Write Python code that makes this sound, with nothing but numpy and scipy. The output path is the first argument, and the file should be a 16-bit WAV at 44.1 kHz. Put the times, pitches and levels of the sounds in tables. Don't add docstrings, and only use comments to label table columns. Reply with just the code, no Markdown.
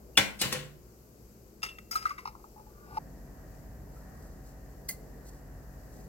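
import sys
import numpy as np
from scipy import signal
from scipy.fft import rfft, irfft, next_fast_len
from scipy.io import wavfile
from scipy.ndimage import uniform_filter1d

SR = 44100
rng = np.random.default_rng(int(sys.argv[2]) if len(sys.argv) > 2 else 0)


def store_wav(level_fs):
    pcm = np.round(np.clip(np.atleast_2d(level_fs), -1, 1) * 32767)
    wavfile.write(sys.argv[1], SR, pcm.T.astype(np.int16))


N = 268216
TIME, PAD = np.arange(N) / SR, next_fast_len(N)
FFT_HZ = np.fft.rfftfreq(PAD, 1 / SR)
CUT_S = 2.985, 2.988
SCATTER_DB, RING_CHATTER = 2.5, .8

# spectrum (f/Hz, density/dB), level/dB
PORT_HISS = [([(1200, -28.5), (2500, -7.5), (3400, -15.5), (4600, -2.5), (7500, -1.5), (9400, -13),
             (10800, -7.5), (12200, 0.5), (14000, -6), (16000, -5)], -62), ([(1200, -30), (2500, -12.5),
             (3400, -11.5), (4600, -15.5), (7500, -9), (9400, -7.5), (10800, -9.5), (12200, 0), (14000, -5),
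             (16000, -5.5)], -65)]
# (f/Hz, level/dB)
COUNTER_SPOT = dict(air=[(15, -52), (25, 2.5), (39, -5.5), (59, -8.5), (87, -20), (108, -11), (174, -15),
                (231, -11.5), (250, -20.5), (374, -13.5), (902, -31), (1370, -33.5), (3000, -47.5),
                (3900, -68), (6600, -120)], air_db=-53.5, like=[(60, 4.5), (130, 0.75), (290, 0.87),
                (640, 0.5), (1410, -0.2), (3100, 0), (6820, -2)], pan_db=2, hum=[(59.2, -60),
                (118.4, -66.5), (220.7, -74.5), (12091, -89), (12155, -99)])
TRAY_SPOT = dict(air=[(15, -40), (25, -1.5), (54, -6.5), (87, -10), (134, -12), (250, -14.5), (277, -21),
             (430, -18), (547, -20), (1370, -33), (1890, -29), (2130, -42), (3000, -49.5), (3900, -86),
             (6600, -120)], air_db=-49, like=[(60, 0.99), (130, 0.87), (290, 0.62), (640, 0.63),
             (1410, 0.0096), (3100, 0.42), (6820, 0.17), (15000, 0.54)], pan_db=0.5, hum=[(47, -51.5),
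             (59.5, -56.5), (93, -67.5), (140, -58), (186, -64.5), (280, -63.5), (328, -73), (651, -70.5),
             (748, -69.5)])
# t/s, gain/dB
BACKGROUND_SWELL = [(0, 2), (.7, -0.5), (2.3, -0.5), (2.8, 2), (3.1, 8.5)]
# f/Hz, t60/s
ROOM_T60 = [(150, 0.86), (1000, 0.87), (4000, 0.65), (9000, 0.65), (15000, 0.75)]
# f/Hz, level against the direct sound/dB
CLUTTER = [(200, -11), (700, -8), (1500, -13), (3500, -14), (5000, -6), (8000, -1), (16000, -1)]
# f/Hz, left minus right/dB
KNOCK_PAN = [(100, -2), (300, 2), (1000, 1.5), (4000, 5.5), (8000, 0.5), (13000, 1)]
CLINK_PAN = [(500, 1.8), (1300, 4.7), (3000, 2.8), (8000, 5.7), (13000, 0.95)]
TONG_PAN = [(1000, -0.33), (4000, 1), (13000, -0.56)]

# t/s, level/dB, half-width/s
RUSTLES = [(3.996, -68.5, 0.067), (4.166, -75, 0.029), (4.265, -69.5, 0.1), (4.483, -66, .04),
           (5.279, -61, 0.021), (5.342, -66.5, 0.053), (5.972, -66, 0.081)]
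# f/Hz, level/dB, t60/s
TRAY_MODES = [(1100, -6, .03), (1610, 0, .05), (2060, 10, .1), (2150, 1, .06), (3320, -8, .04)]
TIP_MODES = [(4300, 0, 0.03), (4760, 1, 0.035), (5730, -6, .04), (6560, 7, 0.046), (9000, 3, .035)]
# t/s, level/dB
TIP_RATTLES = [(4.888, -41), (4.892, -40), (4.896, -42)]
# t/s, level/dB, decay/ms
TONG_SNAPS = [(4.884, -31, 6.1), (4.8874, -21.5, 9.8), (4.908, -31, 8.5), (4.921, -38, 11)]
SPOON_SNAPS = [(1.910, -32.5, 11), (1.941, -37, 9.1), (1.9553, -31.5, 6.6), (1.964, -41, 9.8)]
# f/Hz, density/dB
TONG_SNAP_SPECTRUM = [(710, -71), (1200, -25), (1730, -10), (3010, -15.5), (3900, -16), (4500, -1),
                      (5800, -8), (6720, -1), (8170, -6), (8700, 0), (11000, -2), (14800, -3),
                      (16000, -3.5)]
SPOON_SNAP_SPECTRUM = [(3000, -24), (6000, -5), (9000, 0), (12000, -4), (14500, 6), (16000, -8)]

# t/s, board/dB, hollow/dB, tick/dB
TAPS = [(2.255, -24.5, -55, -41), (2.275, -27.5, -43, -40), (2.351, -37.5, -55, -64),
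        (2.397, -52, -58, -72), (2.441, -38.5, -51, -65), (2.56, -55, -49.5, -72), (2.578, -49, -53, -69),
        (2.595, -48, -48, -67), (2.665, -55, -50, -72), (2.908, -56, -47, -68), (2.970, -30, -26, -44),
        (2.979, -46, -33, -43)]
# f/Hz, level/dB, t60/s
BOARD_MODES = [(960, 7, 0.015), (1010, 0, 0.022), (1256, 4, 0.025), (1344, -7, 0.085)]
HOLLOW_MODES = [(853, 0.5, 0.11), (956, -13.5, 0.11)]
# f/Hz, density/dB
TAP_TICK_SPECTRUM = [(940, -33), (1600, -10), (2200, 3.5), (2800, -1), (3300, -35), (3800, -3.5),
                     (4300, -8), (5200, 0), (7470, -23), (16000, -20)]
CLINK_TICK_SPECTRUM = [(500, -4.5), (1000, 7), (2500, 6), (3300, -5.5), (4300, -1.5), (5200, 3),
                       (7000, -3.5), (9500, -7), (13000, -9.5), (16000, -7)]
# f/Hz, level/dB, t60/s
SMALL_DISH_RINGS = [
    [(1990, 0, 0.066), (2070, -5, .12), (2210, -7, 0.24)],
    [(2697, -8, 0.5), (2745, -3, 0.13), (2930, -9, .1), (3310, -12, .1), (3570, -7, 0.09)],
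    [(5040, -2, 0.25), (5200, -2, 0.06), (5840, -12, .1), (6520, -8, 0.1)],
]
# t/s, body/dB, rings/dB, rattle/dB, tick/dB, body f/Hz, ring length factor, contact f/Hz, contact/dB
ROCKS = [(1.911, -34, -38, -30, -41, 1320, 1.1, 6860, -42.5),
         (1.924, -38, -48, -37, -37.5, 1356, 1.6, 2300, -56),
         (1.954, -18.5, -44, -43, -34.5, 1301, 1.3, 4140, -41.5),
         (1.968, -30, -51, -40, -51, 1267, 0.6, 3520, -49),
         (2.014, -43, -55, -60, -61, 1290, 1.1, 2390, -66),
         (2.024, -37.5, -50, -54, -43, 1283, 1.1, 3930, -57),
         (2.054, -16, -37, -58, -37, 1272, 0.25, 4000, -47),
         (2.064, -32.5, -35, -57, -41, 1210, 1, 2320, -60),
         (2.091, -35, -45, -55, -43, 1330, 1.1, 5000, -48),
         (2.105, -27.5, -40, -57, -48, 1170, 0.44, 2780, -60),
         (2.112, -31, -59, -68, -54, 1192, 0.55, 2490, -51),
         (2.18, -36.5, -38.5, -63, -45, 1240, 0.45, 3720, -53),
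         (2.187, -38.5, -45, -62, -49, 1038, 1.2, 2690, -53)]
# t/s, body/dB, low ring/dB, middle ring/dB, high ring/dB, tick/dB, ring length factor
SPOON_BOUNCES = [(1.62, -54, -58, -50, -62, -45, 0.39), (1.6302, -26.5, -34, -27, -34, -27, 0.51),
                 (1.649, -42, -40, -36.5, -41, -39, 0.46), (1.662, -42, -42, -40, -47, -39, 0.59),
                 (1.687, -49, -56, -38.5, -57, -46, 1), (1.785, -44, -41, -43, -62, -42, 0.18)]

# scrape t/s, scrape/dB, scrape fade/(dB/s), rumble t/s, rumble/dB
PUSHES = [(0.421, -34.5, 153, 0.451, -37), (0.525, -35.5, 223.5, 0.51, -45)]
# f/Hz, density/dB
SCRAPE_SPECTRUM = [(150, -16), (250, -5.5), (501, -6.5), (761, -10.5), (875, -9), (1880, -3.5),
                   (2090, -7.5), (3010, -4), (5160, -15.5), (6940, -13.5), (16000, -38)]
SKID_SPECTRUM = [(1500, -9), (2300, -2), (3500, -1), (4800, 5), (6500, -3), (8500, 5), (11000, -12),
                 (16000, -20)]
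CRACK_SPECTRUM = [(180, -30.5), (300, -8.5), (1060, -16.5), (1480, -29.5), (1720, -18), (2070, -14.5),
                  (3190, -10.5), (3400, -15.5), (3760, -9), (6960, -10), (11000, -16.5), (16000, -19.5)]
# t/s, level/dB, f/Hz, t60/s, contact/ms
BUMPS = [(.176, -32, 299.4, 0.089, 8.8), (.412, -37, 201, 0.17, 11), (.445, -34.5, 201.5, 0.086, 15),
         (0.446, -36, 143, 0.16, 14), (.535, -36.5, 509, 0.092, 15), (.55, -39, 145.5, 0.68, 32)]
# t/s, counter level/dB, thud and crack against that/dB, dish level/dB,
# favoured f/Hz, favoured spread/octaves
KNOCKS = [(0.1703, -20.5, -16.5, 1, -30.5, 3400, 0.094), (0.1736, -8, -20.5, -6.5, -9, 3480, 0.2),
          (0.4138, -29, -19.5, 13.5, -23, 2650, 0.23), (.525, -29.5, -8, 9, -31.5, 1900, 0.22)]
# f/Hz, level/dB, t60/s
COUNTER_MODES = [(515, -9, 0.13), (694.3, -11.5, 0.063), (832, -6.5, 0.08), (1059, -8.5, 0.058),
                 (1304, -9, 0.0604), (1521, -2.5, 0.06), (1918, -5, 0.055), (2016, -7.5, 0.08),
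                 (2100, -3, 0.08), (2330, -7.5, 0.035), (2360, -9, 0.055), (2740, -4.5, 0.0808),
                 (3080, -4.5, 0.06), (3813, -17, 0.049), (3980, -9, 0.0482), (4430, -11, 0.05),
                 (4800, -13, .04), (5140, -14, .05), (5580, -6, 0.045), (6218, -14.5, 0.036),
                 (6600, -8.5, .045), (7670, -15, 0.04), (10100, -13.5, 0.03)]
THUD_MODES = [(93.6, -2, 0.19), (140, -7.5, 0.44), (201, -4.5, .25), (382, -3, 0.08), (515, -11.5, 0.11)]
DISH_MODES = [(1530, -9, .07), (1880, 0, 0.14), (2120, -7.5, 0.084), (2940, -2.5, 0.12), (3418, 6, 0.07),
              (3498, 0.5, 0.09), (6800, -10, 0.033), (7600, -8, .03)]


def undb(db):
    return 10 ** (np.asarray(db) / 20)


def over(table, hz):
    freqs, values = np.transpose(table)
    return np.interp(np.log(hz + 1), np.log(freqs + 1), values)


def noise(spectrum, size=N):
    pad = next_fast_len(size)
    colour = undb(over(spectrum, np.fft.rfftfreq(pad, 1 / SR)))
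    out = irfft(rfft(rng.standard_normal(pad)) * colour, pad)[:size]
    return out / np.sqrt(np.mean(out ** 2))


def walk(rate_hz):
    hold = int(SR / rate_hz)
    steps = np.repeat(rng.standard_normal(N // hold + 1), hold)
    return 1.6 * uniform_filter1d(uniform_filter1d(steps, hold), hold)[:N]


def peak(s, db, rise_db_s, fall_db_s):
    return undb(db - np.where(TIME < s, rise_db_s * (s - TIME), fall_db_s * (TIME - s)))


def ring(modes, contact_ms, stretch=1, scatter_db=-3.5, chatter=.26):
    t = TIME[:SR // 4]
    hz, db, t60 = np.transpose(modes)[..., None]
    level_draw, pitch_draw = rng.standard_normal((2, len(modes), 1))
    steps = rng.standard_normal((len(modes), 64))
    rough = np.array([np.interp(t, np.linspace(0, t[-1], 64), row) for row in steps])
    phase = 2 * np.pi * hz * (1 + .0047 * pitch_draw) * t + chatter * rough
    tones = undb(db + scatter_db * level_draw) * np.sin(phase)
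    decay = np.exp(-np.log(1000) * np.maximum(t - contact_ms / 1000, 0) / (t60 * stretch))
    push = np.sin(np.pi / 2 * np.minimum(1000 * t / contact_ms, 1)) ** 2
    out = (tones * decay).sum(0) * push
    return out / np.abs(out).max()


def burst(spectrum, decay_ms, rise_ms=.26):
    ms = 1000 * TIME[:SR // 4]
    return noise(spectrum, len(ms)) * np.exp(-ms / decay_ms) * np.minimum(ms / rise_ms, 1) / 2


def add(out, sound, s):
    start = int(s * SR)
    out[start:start + len(sound)] += sound[:len(out) - start]


def hiss():
    return np.array([undb(db + .5 * walk(8.6)) * noise(spectrum) for spectrum, db in PORT_HISS])


def room_tone(air, air_db, like, pan_db, hum):
    correlation = np.clip(over(like, FFT_HZ), -.99, .99)
    mid = rfft(noise(air, PAD)) * np.sqrt((1 + correlation) / 2)
    side = rfft(noise(air, PAD)) * np.sqrt((1 - correlation) / 2)
    ports = np.array([mid + side, mid - side])
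    out = np.zeros((2, N))
    for hz, db in hum:
        amplitude = np.sqrt(2) * undb(db + .44 * walk(4.1))
        pitch = hz * (1 + .0087 * walk(4.6))
        out += amplitude * np.sin(2 * np.pi * np.cumsum(pitch) / SR)
    for octave in np.arange(4, 15) + .5:
        band = np.clip(1 - np.abs(np.log2(FFT_HZ + 1) - octave), 0, 1)
        out += irfft(ports * band, PAD)[:, :N] * undb(air_db + walk(6.3))
    return out * undb([[pan_db / 2], [-pan_db / 2]])


def room_reverb(dry, t60_scale):
    t = TIME[:SR // 2]
    hz = np.fft.rfftfreq(len(t), 1 / SR)
    tail = 0
    for octave in np.arange(5, 15):
        share = np.clip(1 - np.abs(np.log2(hz + 1) - octave), 0, 1)
        band = irfft(rfft(rng.standard_normal((2, len(t)))) * share, len(t))
        t60 = t60_scale * over(ROOM_T60, 2. ** octave)
        tail = tail + band * np.exp(-np.log(1000) * t / t60)
    tail *= np.minimum(t / .003, 1)
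    tail /= np.sqrt((tail ** 2).sum() / 2)
    return signal.fftconvolve(dry[None], tail, axes=1)[:, :N]


def at_microphone(dry, pan, lag_samples, room_db, t60_scale):
    room = undb(room_db) * rfft(room_reverb(dry, t60_scale), PAD)
    delay = np.exp(-2j * np.pi * FFT_HZ * np.array([[0], [lag_samples]]) / SR)
    direct = rfft(dry, PAD) * delay
    echoes = rng.standard_normal((2, SR // 50)) * np.exp(-TIME[:SR // 50] / .006)
    echoes /= np.sqrt((echoes ** 2).sum() / 2)
    scatter = undb(over(CLUTTER, FFT_HZ)) * rfft(echoes, PAD)
    left_gain = undb(over(pan, FFT_HZ) / 2)
    balance = np.array([left_gain, 1 / left_gain])
    return irfft((direct * (1 + scatter) + room) * balance, PAD)[:, :N]


def far_ping():
    out = np.zeros(N)
    add(out, undb(-56) * ring([(1330, 0, .12), (2430, -4, .08)], contact_ms=6.46), s=3.962)
    return out


def leaves():
    swell = sum(undb(db) * np.exp(-((TIME - s) / width) ** 2) for s, db, width in RUSTLES)
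    grains = undb(2.5 * walk(200))
    spectrum = [(2000, -25), (4500, 0), (7500, 2.5), (9500, -2), (12500, -3), (16000, -13)]
    return swell * grains * noise(spectrum)


def tongs():
    out = np.zeros(N)
    tray = ring(TRAY_MODES, contact_ms=6, scatter_db=SCATTER_DB, chatter=.6)
    add(out, undb(-33.5) * tray, s=4.888)
    for s, db, decay_ms in TONG_SNAPS:
        add(out, undb(db) * burst(TONG_SNAP_SPECTRUM, decay_ms, rise_ms=2), s)
    for s, db in TIP_RATTLES:
        add(out, undb(db) * ring(TIP_MODES, contact_ms=1.2, chatter=RING_CHATTER), s)
    return out


def drag(end_s=2.972):
    low = noise([(550, -25), (760, -.5), (850, 1), (960, -3), (1200, -35.5)])
    high = noise([(1000, -28), (1180, 8), (1310, -34), (1460, 5), (1750, -43)])
    swell = peak(end_s, 0, rise_db_s=170, fall_db_s=0) * (TIME < end_s)
    flare = undb(-62) * np.exp(-((TIME - 2.85) / .15) ** 2)
    grit = peak(end_s, -60, rise_db_s=152, fall_db_s=0) * noise(TAP_TICK_SPECTRUM) * (TIME < CUT_S[1])
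    return grit + swell * undb(-47) * low + (swell * undb(-52) + flare) * high


def board_taps(contact_ms=3.84):
    out = np.zeros(N)
    for s, board_db, hollow_db, tick_db in TAPS:
        board = undb(board_db) * ring(BOARD_MODES, contact_ms, scatter_db=SCATTER_DB)
        tick = undb(tick_db) * burst(TAP_TICK_SPECTRUM, decay_ms=12)
        hollow = undb(hollow_db) * ring(HOLLOW_MODES, contact_ms, scatter_db=SCATTER_DB)
        add(out, board + tick + hollow, s - .001)
    return out


def clink(body_hz, body_db, ring_dbs, tick_db, stretch):
    body_modes = [(body_hz, 0, .05), (1.214 * body_hz, -12, .035)]
    body = ring(body_modes, contact_ms=6.24, stretch=np.sqrt(stretch), scatter_db=SCATTER_DB)
    rings = sum(undb(db) * ring(modes, 2.3, stretch, SCATTER_DB, RING_CHATTER)
                for db, modes in zip(ring_dbs, SMALL_DISH_RINGS))
    tick = burst(CLINK_TICK_SPECTRUM, decay_ms=28 * stretch, rise_ms=1.4)
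    return undb(body_db) * body + rings + undb(tick_db) * tick


def rocking_dish():
    out = np.zeros(N)
    for s, body_db, rings_db, rattle_db, tick_db, hz, stretch, contact_hz, contact_db in ROCKS:
        add(out, undb(contact_db) * ring([(contact_hz, 0, .035)], contact_ms=4.2, chatter=1.6), s)
        ring_dbs = rings_db, rings_db - 15, rattle_db
        add(out, clink(hz, body_db, ring_dbs, tick_db, stretch), s - .001)
    return out


def spoon(body_hz=1290):
    out = np.zeros(N)
    for s, body_db, *ring_dbs, tick_db, stretch in SPOON_BOUNCES:
        add(out, clink(body_hz, body_db, ring_dbs, tick_db, stretch), s - .001)
    for s, db, decay_ms in SPOON_SNAPS:
        add(out, undb(db) * burst(SPOON_SNAP_SPECTRUM, decay_ms, rise_ms=1.2), s)
    return out


def slide():
    grains = undb(2.5 * walk(149.9)) * noise(SCRAPE_SPECTRUM)
    rumble = noise([(110, -23), (145, 1), (172, -9), (203, 6),
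                    (260, -28), (440, -20), (510, -21), (650, -30.5)])
    skid_swell = peak(.413, -34, rise_db_s=600, fall_db_s=4000) * (TIME > .391)
    out = skid_swell * noise(SKID_SPECTRUM)
    for s, db, hz, t60, contact_ms in BUMPS:
        add(out, undb(db) * ring([(hz, 0, t60)], contact_ms), s)
    for s, scrape_db, fade_db_s, rumble_s, rumble_db in PUSHES:
        out += peak(s, scrape_db, rise_db_s=2500, fall_db_s=fade_db_s) * grains
        out += peak(rumble_s, rumble_db, rise_db_s=302.5, fall_db_s=302.5) * rumble
    return out


def rebounds(count=3, first_gap_s=.0065, gap_growth=1.5, loss_db=6.5):
    s, db, thud_db, crack_db, dish_db, *favoured = KNOCKS[1]
    waits = np.cumsum(first_gap_s * gap_growth ** np.arange(count))
    return [(s + wait, db - loss_db * k, thud_db, crack_db, dish_db - 2 * loss_db * k, *favoured)
            for k, wait in enumerate(waits, 1)]


def knocks(contact_ms=3.1, treble_hz=6000):
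    counter, dish = np.zeros(N), np.zeros(N)
    for s, db, thud_db, crack_db, dish_db, favoured_hz, spread in KNOCKS + rebounds():
        thud = undb(thud_db) * ring(THUD_MODES, contact_ms=9.2)
        body = ring(COUNTER_MODES, contact_ms, scatter_db=SCATTER_DB, chatter=1.59)
        crack = undb(crack_db) * burst(CRACK_SPECTRUM, decay_ms=7.7, rise_ms=1.2)
        add(counter, undb(db) * (body + thud + crack), s)
        modes = []
        for hz, level, t60 in DISH_MODES:
            loss_db = 6 * (np.log2(hz / favoured_hz) / spread) ** 2 if hz < treble_hz else 0
            modes.append((hz, level - loss_db, t60))
        add(dish, undb(dish_db) * ring(modes, contact_ms, chatter=.4), s)
    graze = ring([(2780, 0, .08)], contact_ms=2, chatter=.598)
    add(dish, undb(-49.5) * graze, s=.154)
    return counter, dish


def scene():
    counter, dish = knocks()
    first = at_microphone(counter + slide(), KNOCK_PAN, lag_samples=4, room_db=-2.5, t60_scale=.48)
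    first += at_microphone(dish, KNOCK_PAN, lag_samples=1.8, room_db=-13, t60_scale=.45)
    swell_s, swell_db = np.transpose(BACKGROUND_SWELL)
    first += undb(np.interp(TIME, swell_s, swell_db, right=-120)) * room_tone(**COUNTER_SPOT)
    small_dishes = spoon() + rocking_dish() + board_taps() + drag()
    first += at_microphone(small_dishes, CLINK_PAN, lag_samples=13, room_db=-18, t60_scale=.6)
    tray_sounds = tongs() + far_ping() + leaves()
    second = at_microphone(tray_sounds, TONG_PAN, lag_samples=2.93, room_db=-14, t60_scale=.45)
    second += room_tone(**TRAY_SPOT)
    fade = np.interp(TIME, CUT_S, (0, 1))
    return (1 - fade) * first + fade * second + hiss()


def record(dry):
    low_cut = signal.butter(6, 39, "high", fs=SR, output="sos")
    high_cut = signal.ellip(10, .2, 70, 15900, fs=SR, output="sos")
    return signal.sosfilt(high_cut, signal.sosfilt(low_cut, dry))


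dry = scene()
out = record(dry)
store_wav(out)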